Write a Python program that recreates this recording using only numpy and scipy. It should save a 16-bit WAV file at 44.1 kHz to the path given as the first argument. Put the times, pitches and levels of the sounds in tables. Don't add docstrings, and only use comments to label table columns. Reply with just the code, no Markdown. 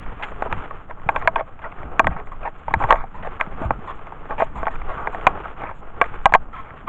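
import sys
import numpy as np
from scipy import signal
from scipy.fft import rfft, irfft
from scipy.io import wavfile
from scipy.ndimage import uniform_filter1d

SR = 44100
rng = np.random.default_rng(int(sys.argv[2]) if len(sys.argv) > 2 else 0)


def unload_wav(signal):
    wavfile.write(
        sys.argv[1],
        SR,
        np.round(np.clip(np.atleast_2d(signal).T, -1, 1) * 32767).astype(np.int16),
    )


def voltage_ratio(level):
    return 10 ** (np.asarray(level, float) / 20)


N = 303496
TIME = np.arange(N) / SR

# [t/s, level/dB, crispness/dB]
SNOW_WEIGHT = [(0, -48.5, 8), (0.5, -36, 0), (0.9, -50, 3), (1.24, -38.5, -4), (1.48, -51, 5),
               (2.03, -38.5, -5), (2.64, -52.5, 8), (2.84, -32, -3), (3.04, -49, -1), (3.3, -44.5, 2),
               (3.68, -38.5, -3), (4.0, -46.5, 4), (5.1, -38.5, -2), (5.6, -40.5, 2.5), (5.82, -49, -2.2),
               (6.1, -39, 2.5), (6.45, -50.5, -0.5), (6.88, -47, 3.5)]
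# [t/s, length/s, change/dB]
CRUNCH_SWELLS = [(0, .04, 6), (.55, .11, 5), (.93, .06, -7), (1.3, .05, -5), (1.45, .05, 4),
                 (2.21, .11, -6), (2.5, .08, -4), (3.31, .07, 5), (4.12, .14, -3), (4.46, .09, -3),
                 (4.77, .03, 6), (4.93, .06, 3), (5.16, .26, 3.5), (5.5, .09, -4), (5.72, .1, -3),
                 (6.4, .03, 4), (6.44, .06, -4)]
# [f/Hz, level/dB per Hz]
MUFFLE = [(150, -40), (250, -3.5), (460, 4.5), (540, 0.5), (840, 2.5), (970, -2), (1060, 1), (1290, -1),
          (1750, -14), (2280, -18.5), (3400, -22.5), (3900, -35), (5000, -47.5), (6000, -93)]
# [f/Hz, level/dB per Hz]
HISS = [(5000, -58.5), (5900, -3.5), (6800, 13), (7400, 11), (8100, 4), (9000, -50.5)]
# [t/s, level/dB]
AIR_PRESSURE = [(0, -14.5), (0.25, -38), (0.42, -20.5), (0.8, -37), (1.2, -25.5), (1.59, -41), (1.9, -30.5),
                (2.43, -30.5), (2.56, -40), (2.9, -16.5), (3.12, -36.5), (3.64, -23), (4.1, -38.5),
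                (4.6, -24), (5.2, -31.5), (5.9, -33), (6.3, -23.5), (6.7, -39)]
# [t/s, change/dB, release/s]
LURCHES = [(0.535, 14.5, 0.06), (1.098, 4, .2), (1.859, 11.5, 0.049), (2.07, 25.5, 0.047),
           (2.759, 14.5, 0.087), (3.66, 14.5, 0.1), (4.551, 7.5, 0.073), (4.95, 2.5, .1),
           (5.269, 11, 0.083), (5.62, 9, .07), (3.22, 10.5, 0.091), (4.4, 11, .06), (6.2, -1, .2),
           (6.75, 7, .1), (.03, 4, .1), (.82, -5, .06), (2.25, -6, .12), (2.17, 5, .03), (3.9, -5, .05),
           (4.05, 8, .05), (4.2, -6, .12), (5.5, 7, .06), (.47, -6, .03)]
# [f/Hz, level/dB per Hz]
SWAY = [(2.4, -30), (5, -2), (14, -1.5), (24, -9), (33, -19.5), (48, -15.5), (70, -39.5)]
# [f/Hz, level/dB per Hz]
THUMP = [(18, -26.5), (40, -6.5), (75, -4.5), (170, -10), (330, -18), (700, -80.5)]
# [f/Hz, level/dB, t60/s]
HOUSING_MODES = [(520, -8, 0.019), (657, -10.5, 0.058), (780, -9.5, 0.042), (903, -4.5, 0.035),
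                 (1101, -10, 0.054), (1263, -17.5, 0.059), (1400, -19, 0.03), (900, 6.5, 0.0044),
                 (1850, 2.5, 0.0082), (1565, -18, 0.052), (1629, -4.5, 0.016), (1831, -13.5, 0.022),
                 (2161, -4.5, 0.013), (2369, -9, 0.018), (2800, -17, 0.011), (3383, -14, 0.011),
                 (4500, -20, 0.0027), (6600, -27, 0.0017), (7000, -35, 0.006), (7310, -24, 0.0041)]
# [t/s, peak/dB, loudest ring f/Hz, sharpness/dB]
TAPS = [(0.0616, -27.5, 870, -10), (0.3182, -24, 530, -18), (0.4673, -37, 805, -8),
        (0.7093, -20, 1090, -11.5), (0.9095, -21.5, 976, -6.5), (1.2139, -20.5, 1230, -12),
        (1.2235, -21, 1050, -11), (1.2479, -32, 1050, -4), (1.2565, -20, 635, -24), (1.3738, -20, 870, -9),
        (1.399, -18, 920, -5), (1.8318, -22, 780, -8), (2.0443, -11.5, 1210, -5.5),
        (2.1647, -20, 1300, -30.5), (2.7078, -20.5, 706, -17), (2.8014, -20, 890, -15),
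        (2.8166, -14.5, 864, -36), (2.8245, -12, 805, -5), (2.8472, -15.5, 1030, -12.5),
        (2.9568, -16, 950, -11.5), (3.0394, -21.5, 784, -19), (3.2725, -17.5, 500, -9.5),
        (4.1217, -23.5, 900, -18.5), (4.6558, -23, 970, -4), (5.4559, -18, 1290, -19),
        (5.6188, -18, 940, -12), (5.6918, -21.5, 1350, -16), (5.7108, -23, 885, -15.5),
        (6.041, -17, 660, -2.5), (6.2937, -25, 820, -12)]
# [t/s, peak/dB, loudest ring f/Hz, sharpness/dB, tick/dB]
SNAPS = [(0.4231, -7, 810, -9, -42), (0.5269, -5.5, 1170, 1, -33), (1.995, 5.5, 1106, -1, -22),
         (2.0024, -8.5, 980, -24, -50), (2.6819, -13, 906, -14.5, -37), (2.8394, -11.5, 795, -4.5, -38),
         (2.9059, 5, 1062, -18.5, -35), (2.9249, 7, 910, -6, -26), (2.9418, -9.5, 660, -19, -40.5),
         (3.4109, -6, 1070, 5, -19), (3.7071, -2.5, 525, -9, -44), (4.4054, -7, 896, -11.5, -43),
         (4.4209, -4, 556, -20.5, -44.5), (4.6308, -10, 1104, -20, -34), (4.6685, -7.5, 850, -12.5, -58),
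         (5.0722, -8.5, 900, -8, -48), (5.1468, -12, 713, -8, -49), (5.6371, -16, 900, -11, -54),
         (6.2566, 9, 1000, 1, -26), (6.3233, -9, 770, -4, -25)]
# [t/s, peak/dB, loudest ring f/Hz, sharpness/dB, tick/dB]
SLAPS = [(1.0896, -2.5, 913, -6.5, -41), (1.1611, -9, 1003, -5, -32), (1.275, 2.5, 994, 1, -31),
         (1.359, -5.5, 1146, -7, -31), (1.4082, -16, 665, -14, -63), (2.0698, -1.5, 1057, -5.5, -24),
         (2.7389, 0, 1084, -.5, -22), (2.9109, -2.5, 802, -14, -40), (4.3079, -19, 840, -8, -54),
         (4.399, -12, 900, -11.5, -47), (4.6812, -13.5, 820, -4, -44), (5.212, -24, 1070, 4, -40),
         (5.268, 7, 1000, 2, -35), (6.0143, 2, 1080, -6.5, -48), (6.3384, 5.5, 835, 3.5, -18),
         (6.3487, 4, 1100, -6.5, -18)]
# [t/s, peak/dB, loudest ring f/Hz]
ZIP_TICKS = [(0.6585, -29.5, 1270), (1.3938, -18, 874), (1.592, -29, 867), (1.787, -31.5, 1240),
             (2.199, -26, 660), (2.7187, -34, 920), (2.887, -26, 945), (3.4642, -24.5, 876),
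             (3.5256, -37, 1190), (3.6208, -32, 1110), (4.326, -28, 860), (6.141, -40, 1100),
             (3.548, -33, 1190), (3.992, -31.5, 1150), (4.069, -26.5, 1060), (4.228, -35, 900),
             (0.998, -32.5, 1005), (1.017, -31.5, 1090), (2.272, -31, 1080), (6.706, -27, 1340),
             (6.743, -34, 1050)]
# [from t/s, to t/s]
HELD = [
    (.4, .6),
    (2.001, 2.01),
    (3.4, 3.75),
    (6.3, 6.345),
]
# [t/s, peak/dB, loudest ring f/Hz, sharpness/dB, length/ms]
SWISHES = [(0.194, -28, 920, -14, 64), (0.224, -14, 860, 0, 21.6), (0.279, -30, 1310, -8.5, 17),
           (1.174, -31, 657, -8.5, 14), (2.317, -26.5, 1110, -18.5, 22), (3.137, -28.5, 1020, -16.5, 69),
           (3.246, -20.5, 615, -13, 25.4), (3.872, -21, 1120, -9, 49), (3.897, -29, 1100, -28, 16),
           (4.379, -17, 900, -14, 53), (4.554, -23.5, 1090, -19.5, 66), (4.707, -34.5, 560, 7, 30),
           (4.753, -25, 1360, -4, 9.1), (4.97, -20.5, 1215, -27.5, 76), (5.124, -24.5, 720, -28, 30),
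           (6.525, -40.5, 3170, -4, 110), (1.19, -31, 1210, -9, 87), (6.64, -33.5, 1260, -14, 88)]
# [t/s, peak/dB, loudest ring f/Hz, sharpness/dB, length/ms]
SCRAPES = [(0.453, -22, 500, -33, 17), (0.896, -29.5, 905, -18.5, 13), (1.146, -20, 1090, -34, 33),
           (1.379, -17, 898, -27, 26), (1.617, -29, 870, -7.5, 21), (1.638, -22, 1310, -27, 34),
           (1.717, -28.5, 1320, -11, 7.9), (2.104, -23, 715, -24, 42), (2.165, -31, 1130, -8, 27),
           (2.429, -24.5, 910, -23.5, 22), (2.449, -18, 790, -21, 32), (2.8, -15, 902, -27, 55),
           (2.886, -10.5, 832, -12, 43), (2.963, -22, 1247, -16, 68), (3.225, -26, 1510, -9, 15),
           (3.394, -16, 1186, -15.5, 34), (3.613, -19, 1130, -29, 57), (4.294, -18.5, 813, -27, 50),
           (4.815, -22.5, 1140, -15, 6.1), (4.884, -18.5, 980, -16.5, 55), (5.602, -23, 1100, -23, 105),
           (6.87, -12, 1140, -17, 140)]
# [t/s, peak/dB, ring f/Hz, length/ms]
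SQUEAKS = [
    (6.525, -26.5, 1310, 89),
    (6.553, -27, 1066, 54),
]
# [t/s, length/s, level/dB]
SLEEVE_PASSES = [(.195, .025, -64), (.222, .04, -57), (.262, .05, -61), (.412, .01, -66), (1.1, .025, -64),
                 (1.145, .015, -63), (1.175, .025, -60), (2.255, .03, -68), (2.315, .03, -67),
                 (2.575, .03, -69), (2.79, .025, -58), (2.818, .035, -60), (2.93, .05, -63),
                 (3.15, .03, -70), (3.25, .03, -66), (3.615, .06, -61), (3.862, .055, -61),
                 (3.95, .03, -68), (4.39, .06, -56), (4.555, .045, -58), (4.612, .03, -63),
                 (4.712, .025, -63), (4.745, .025, -62), (5.003, .025, -66), (5.12, .04, -59),
                 (5.17, .008, -64), (5.19, .01, -62), (5.208, .014, -60), (5.228, .025, -64),
                 (5.74, .07, -68), (6.045, .035, -65), (6.135, .025, -67), (6.222, .03, -66),
                 (6.525, .095, -69)]
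# [f/Hz, level/dB per Hz]
SLEEVE_BODY = [(1500, -20), (2300, 0), (3400, -1), (4300, -6), (5200, -30)]
# [t/s, peak/dB, f/Hz,
# t60/s]
PINGS = [(5.2715, -2.5, 775, .03), (5.268, -3, 2000, .012), (5.271, -9, 2380, .02), (5.271, -10, 1510, .03),
         (5.273, -13, 1110, .04), (5.271, -16, 3300, .012), (6.0143, -5, 2180, .012),
         (6.0165, -11, 1640, .02), (6.0165, -8, 2300, .017), (6.0215, -10, 680, .04),
         (6.2566, 0, 2020, .015), (6.259, 0, 800, .03), (6.262, -6, 662, .05), (6.342, -7, 1000, .03),
         (6.3425, -12, 2500, .015), (6.3535, -3, 760, .03), (6.353, -12, 2100, .015),
         (1.275, -10, 1640, .02), (1.2752, -5, 2200, .014), (2.7389, -20, 3900, .008),
         (1.2755, -5, 980, .035), (2.908, -10, 2000, .01), (2.9249, -4, 900, .015),
         (1.0896, -14, 1400, .02), (2.4755, -18, 900, .02), (2.4757, -27, 1900, .012),
         (2.432, -32, 2500, .012), (4.4255, -10, 640, .025), (1.645, -27, 1900, .03),
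         (0.472, -22, 950, .025), (5.672, -30, 2200, .015)]
# [t/s, peak/dB, f/Hz]
BUMPS = [(0.519, -23, 66), (0.56, -35, 94.2), (0.594, -41, 56), (0.618, -32, 83.4), (1.063, -20.5, 137),
         (1.074, -36.5, 56.5), (1.849, -21, 56.5), (2.05, -21, 61.9), (2.082, -18.5, 61.3),
         (2.104, -18, 56.5), (2.757, -18, 79), (2.767, -13.5, 96), (2.799, -37, 110), (2.844, -16, 123),
         (3.039, -41, 56.5), (3.473, -23.5, 170), (3.616, -16, 266), (3.654, -15, 70.0), (3.669, -19, 56.5),
         (3.708, -14, 262), (3.789, -23.5, 180), (5.268, -14.5, 131), (2.091, -17, 130), (1.853, -28, 240),
         (1.8, -28, 95), (2.16, -25, 160), (1.995, -17, 220), (4.42, -17, 330), (0.53, -24, 180)]
# [f/Hz, level/dB]
CONVERTER = [(2400, -0.02), (3000, -2.5), (4600, -13.5), (5400, -30), (6200, -9), (8000, -6.5), (8500, -51),
             (18000, -45)]

SHARP_FROM_HZ, TICK_FROM_HZ = 1587, 5500
STIFF_HZ = 230
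CRISP_DB, HISS_DB, HISS_PER_CRISP = -7, -39, 0.42
REST_DB, REST_HISS_DB = -58.5, -82.5
SWELL_EDGE_S, HISS_EDGE_S = .02, .008
LURCH_ATTACK_S, THUMP_DB, THUMP_PER_AIR = .04, -34.5, 0.33
SNAP_MS, SLAP_MS, TAP_MS = 0.66, 3.16, 1.2
TAP_TICK_DB, ZIP_SHARP_DB, CONTACT_ROUGH = -36.5, -3, .075
HELD_RING, RUBBED_RING = 0.52, 0.51
SCRAPE_HISS_DB, SWISH_HISS_DB = -61, -52
SQUEAK_RING_DB, SQUEAK_T60_S, SQUEAK_SHARP_DB = 4.5, 0.16, -8
SLEEVE_BODY_DB, SLEEVE_DB = 5, -3.5
OVERLOAD = 0.9


def unit(x):
    return x / np.sqrt(np.mean(x ** 2))


def colour(x, points):
    hz, db = np.transpose(points)
    grid = np.fft.rfftfreq(8192, 1 / SR)
    level_db = np.interp(np.log(grid + 1), np.log(hz), db, left=-90, right=-130)
    cepstrum = irfft(np.log(voltage_ratio(level_db)))
    cepstrum[1:4096] *= 2
    cepstrum[4097:] = 0
    response = irfft(np.exp(rfft(cepstrum)))
    return unit(signal.fftconvolve(x, response)[:N])


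def curves(table):
    s, *columns = np.transpose(table)
    return [np.interp(TIME, s, c) for c in columns]


def walk(rate):
    hold = int(SR / rate)
    levels = rng.standard_normal(4000)[:N // hold + 1]
    steps = np.repeat(levels, hold)
    slewed = uniform_filter1d(uniform_filter1d(steps, hold), hold)
    return unit(slewed[:N])


def grains(rate, scatter_db, bed):
    chance, size, noise = rng.random(N), rng.exponential(size=N), rng.standard_normal(N)
    clicks = (chance < rate / SR) * np.sign(noise) * voltage_ratio(scatter_db * np.minimum(size, 3))
    return unit(unit(clicks) + bed * noise)


def spell(s, length, edge_s):
    return np.clip(np.minimum(TIME - s, s + length - TIME) / edge_s + .5, 0, 1)


def damped_mode(t, hz, t60):
    return np.exp(-np.log(1000) * t / t60) * (1 - np.exp(-2 * hz * t)) * np.sin(2 * np.pi * hz * t)


def ring(own_hz, sharp_db, tick_db, luck, own_db=0., own_t60=0.027, share=1):
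    hz, db, t60 = np.transpose(HOUSING_MODES + [(own_hz, own_db, own_t60)])
    treble_db = np.where(hz > TICK_FROM_HZ, tick_db, (hz > SHARP_FROM_HZ) * sharp_db)
    db = db + 2 * luck[0] + treble_db
    hz = hz * (1 + 0.0035 * luck[1])
    t = TIME[:int(.09 * SR), None]
    return np.sum(voltage_ratio(db) * np.sign(luck[2]) * damped_mode(t, hz, share * t60), axis=1)


def add(out, s, sound, db):
    i = int(s * SR)
    sound = sound[:N - i] * voltage_ratio(db) / np.abs(sound).max()
    out[i:i + len(sound)] += sound


def crunch():
    body_db, crisp_db = curves(SNOW_WEIGHT)
    body_db = body_db + sum(db * spell(s, length, SWELL_EDGE_S) for s, length, db in CRUNCH_SWELLS)
    sharp_db = body_db + crisp_db + CRISP_DB
    hiss_db = body_db + HISS_PER_CRISP * crisp_db + HISS_DB
    grit = grains(500, 2.0, bed=1.0)
    shared = 2.3 * walk(60)
    muffled = colour(grit, MUFFLE)
    low = signal.sosfilt(signal.butter(4, SHARP_FROM_HZ, fs=SR, output="sos"), muffled)
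    high = signal.sosfilt(signal.butter(4, SHARP_FROM_HZ, "high", fs=SR, output="sos"), muffled)
    out = unit(low) * voltage_ratio(body_db + shared + 2.7 * walk(30))
    out += unit(high) * voltage_ratio(sharp_db + shared + 0.57 * walk(35))
    out += colour(rng.standard_normal(N), MUFFLE[3:]) * voltage_ratio(REST_DB)
    hiss_gain = voltage_ratio(hiss_db + shared + 1.5 * walk(25)) + voltage_ratio(REST_HISS_DB)
    return out + colour(grit, HISS) * hiss_gain


def air():
    sway_db, = curves(AIR_PRESSURE)
    swell_db = np.zeros(N)
    for s, db, release in LURCHES:
        slope_s = np.where(TIME < s, LURCH_ATTACK_S, release)
        swell_db += db * np.exp(-np.abs(TIME - s) / slope_s)
    thump_db = THUMP_DB + THUMP_PER_AIR * sway_db + swell_db
    sway = colour(rng.standard_normal(N), SWAY) * voltage_ratio(sway_db)
    thumps = colour(grains(150, 1.1, bed=0.8), THUMP) * voltage_ratio(thump_db + 1.8 * walk(13))
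    return sway + thumps


def knocks():
    hits = [k + (SNAP_MS,) for k in SNAPS]
    hits += [k + (SLAP_MS,) for k in SLAPS]
    hits += [k + (TAP_TICK_DB, TAP_MS) for k in TAPS]
    hits += [k + (ZIP_SHARP_DB, TAP_TICK_DB, TAP_MS) for k in ZIP_TICKS]
    out, t = np.zeros(N), TIME[:1024]
    luck = rng.standard_normal((len(hits), 3, len(HOUSING_MODES) + 1))
    rough = rng.standard_normal((100, len(t)))
    for k, (s, db, hz, sharp_db, tick_db, ms) in enumerate(hits):
        contact = CONTACT_ROUGH * rough[k] * np.exp(-(t / (abs(ms) / 1000 + 1e-4)) ** 2)
        contact[0] = 1
        share = HELD_RING if any(a < s < b for a, b in HELD) else 1
        response = ring(hz, sharp_db + 2.0, tick_db + 26.5, luck[k], share=share)
        add(out, s, signal.fftconvolve(response, contact), db)
    return signal.sosfilt(signal.butter(2, STIFF_HZ, "high", fs=SR, output="sos"), out)


def scrapes():
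    slips = [k + (SCRAPE_HISS_DB, 3.0, .025) for k in SCRAPES]
    slips += [k + (SWISH_HISS_DB, 3.1, .026) for k in SWISHES]
    for s, db, hz, ms in SQUEAKS:
        slips.append((s, db, hz, SQUEAK_SHARP_DB, ms, SWISH_HISS_DB, SQUEAK_RING_DB, SQUEAK_T60_S))
    out, t = np.zeros(N), TIME[:8192]
    luck = rng.standard_normal((len(slips), 3, len(HOUSING_MODES) + 1))
    rough = rng.standard_normal((len(slips), len(t)))
    rough = rough * np.abs(rough)
    for k, (s, db, hz, sharp_db, ms, hiss_db, own_db, own_t60) in enumerate(slips):
        x = t / (abs(ms) / 1000)
        slip = rough[k] * np.minimum(x * 15, 1) / (1 + x ** 6)
        response = ring(hz, sharp_db + 11.5, hiss_db + 43.0, luck[k], own_db, own_t60, RUBBED_RING)
        add(out, s, signal.fftconvolve(response, slip), db)
    return out


def sleeve():
    gate = sum(voltage_ratio(db + SLEEVE_DB) * spell(s, length, HISS_EDGE_S) for s, length, db in SLEEVE_PASSES)
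    grit = grains(900, 2.0, bed=1.5)
    fabric = colour(grit, HISS) + voltage_ratio(SLEEVE_BODY_DB) * colour(grit, SLEEVE_BODY)
    return gate * voltage_ratio(2.5 * walk(90)) * fabric


def pings():
    out, t = np.zeros(N), TIME[:4096]
    for s, db, hz, t60 in PINGS:
        add(out, s, damped_mode(t, hz, t60), db)
    return out


def bumps():
    out, t = np.zeros(N), TIME[:4096]
    sign = np.sign(rng.standard_normal(len(BUMPS)))
    for k, (s, db, hz) in enumerate(BUMPS):
        push = np.sin(2 * np.pi * hz * t) * hz * t * np.exp(-2.4 * hz * t)
        add(out, s, sign[k] * push, db - 3.5)
    return out


def scene():
    mix = knocks() + scrapes() + crunch() + air() + bumps() + sleeve() + pings()
    return mix[None]


def roll_off(x):
    return signal.sosfilt(signal.butter(12, 17650, fs=SR, output="sos"), x)


def record(dry):
    hz, db = np.transpose(CONVERTER)
    grid = np.fft.rfftfreq(N, 1 / SR)
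    gain = voltage_ratio(np.interp(np.log(grid + 1), np.log(hz), db))
    overloaded = np.clip(dry, -OVERLOAD, OVERLOAD)
    mix = np.clip(irfft(rfft(overloaded) * gain, N), -1, 1)
    return roll_off(mix)


dry = scene()
out = record(dry)
unload_wav(out)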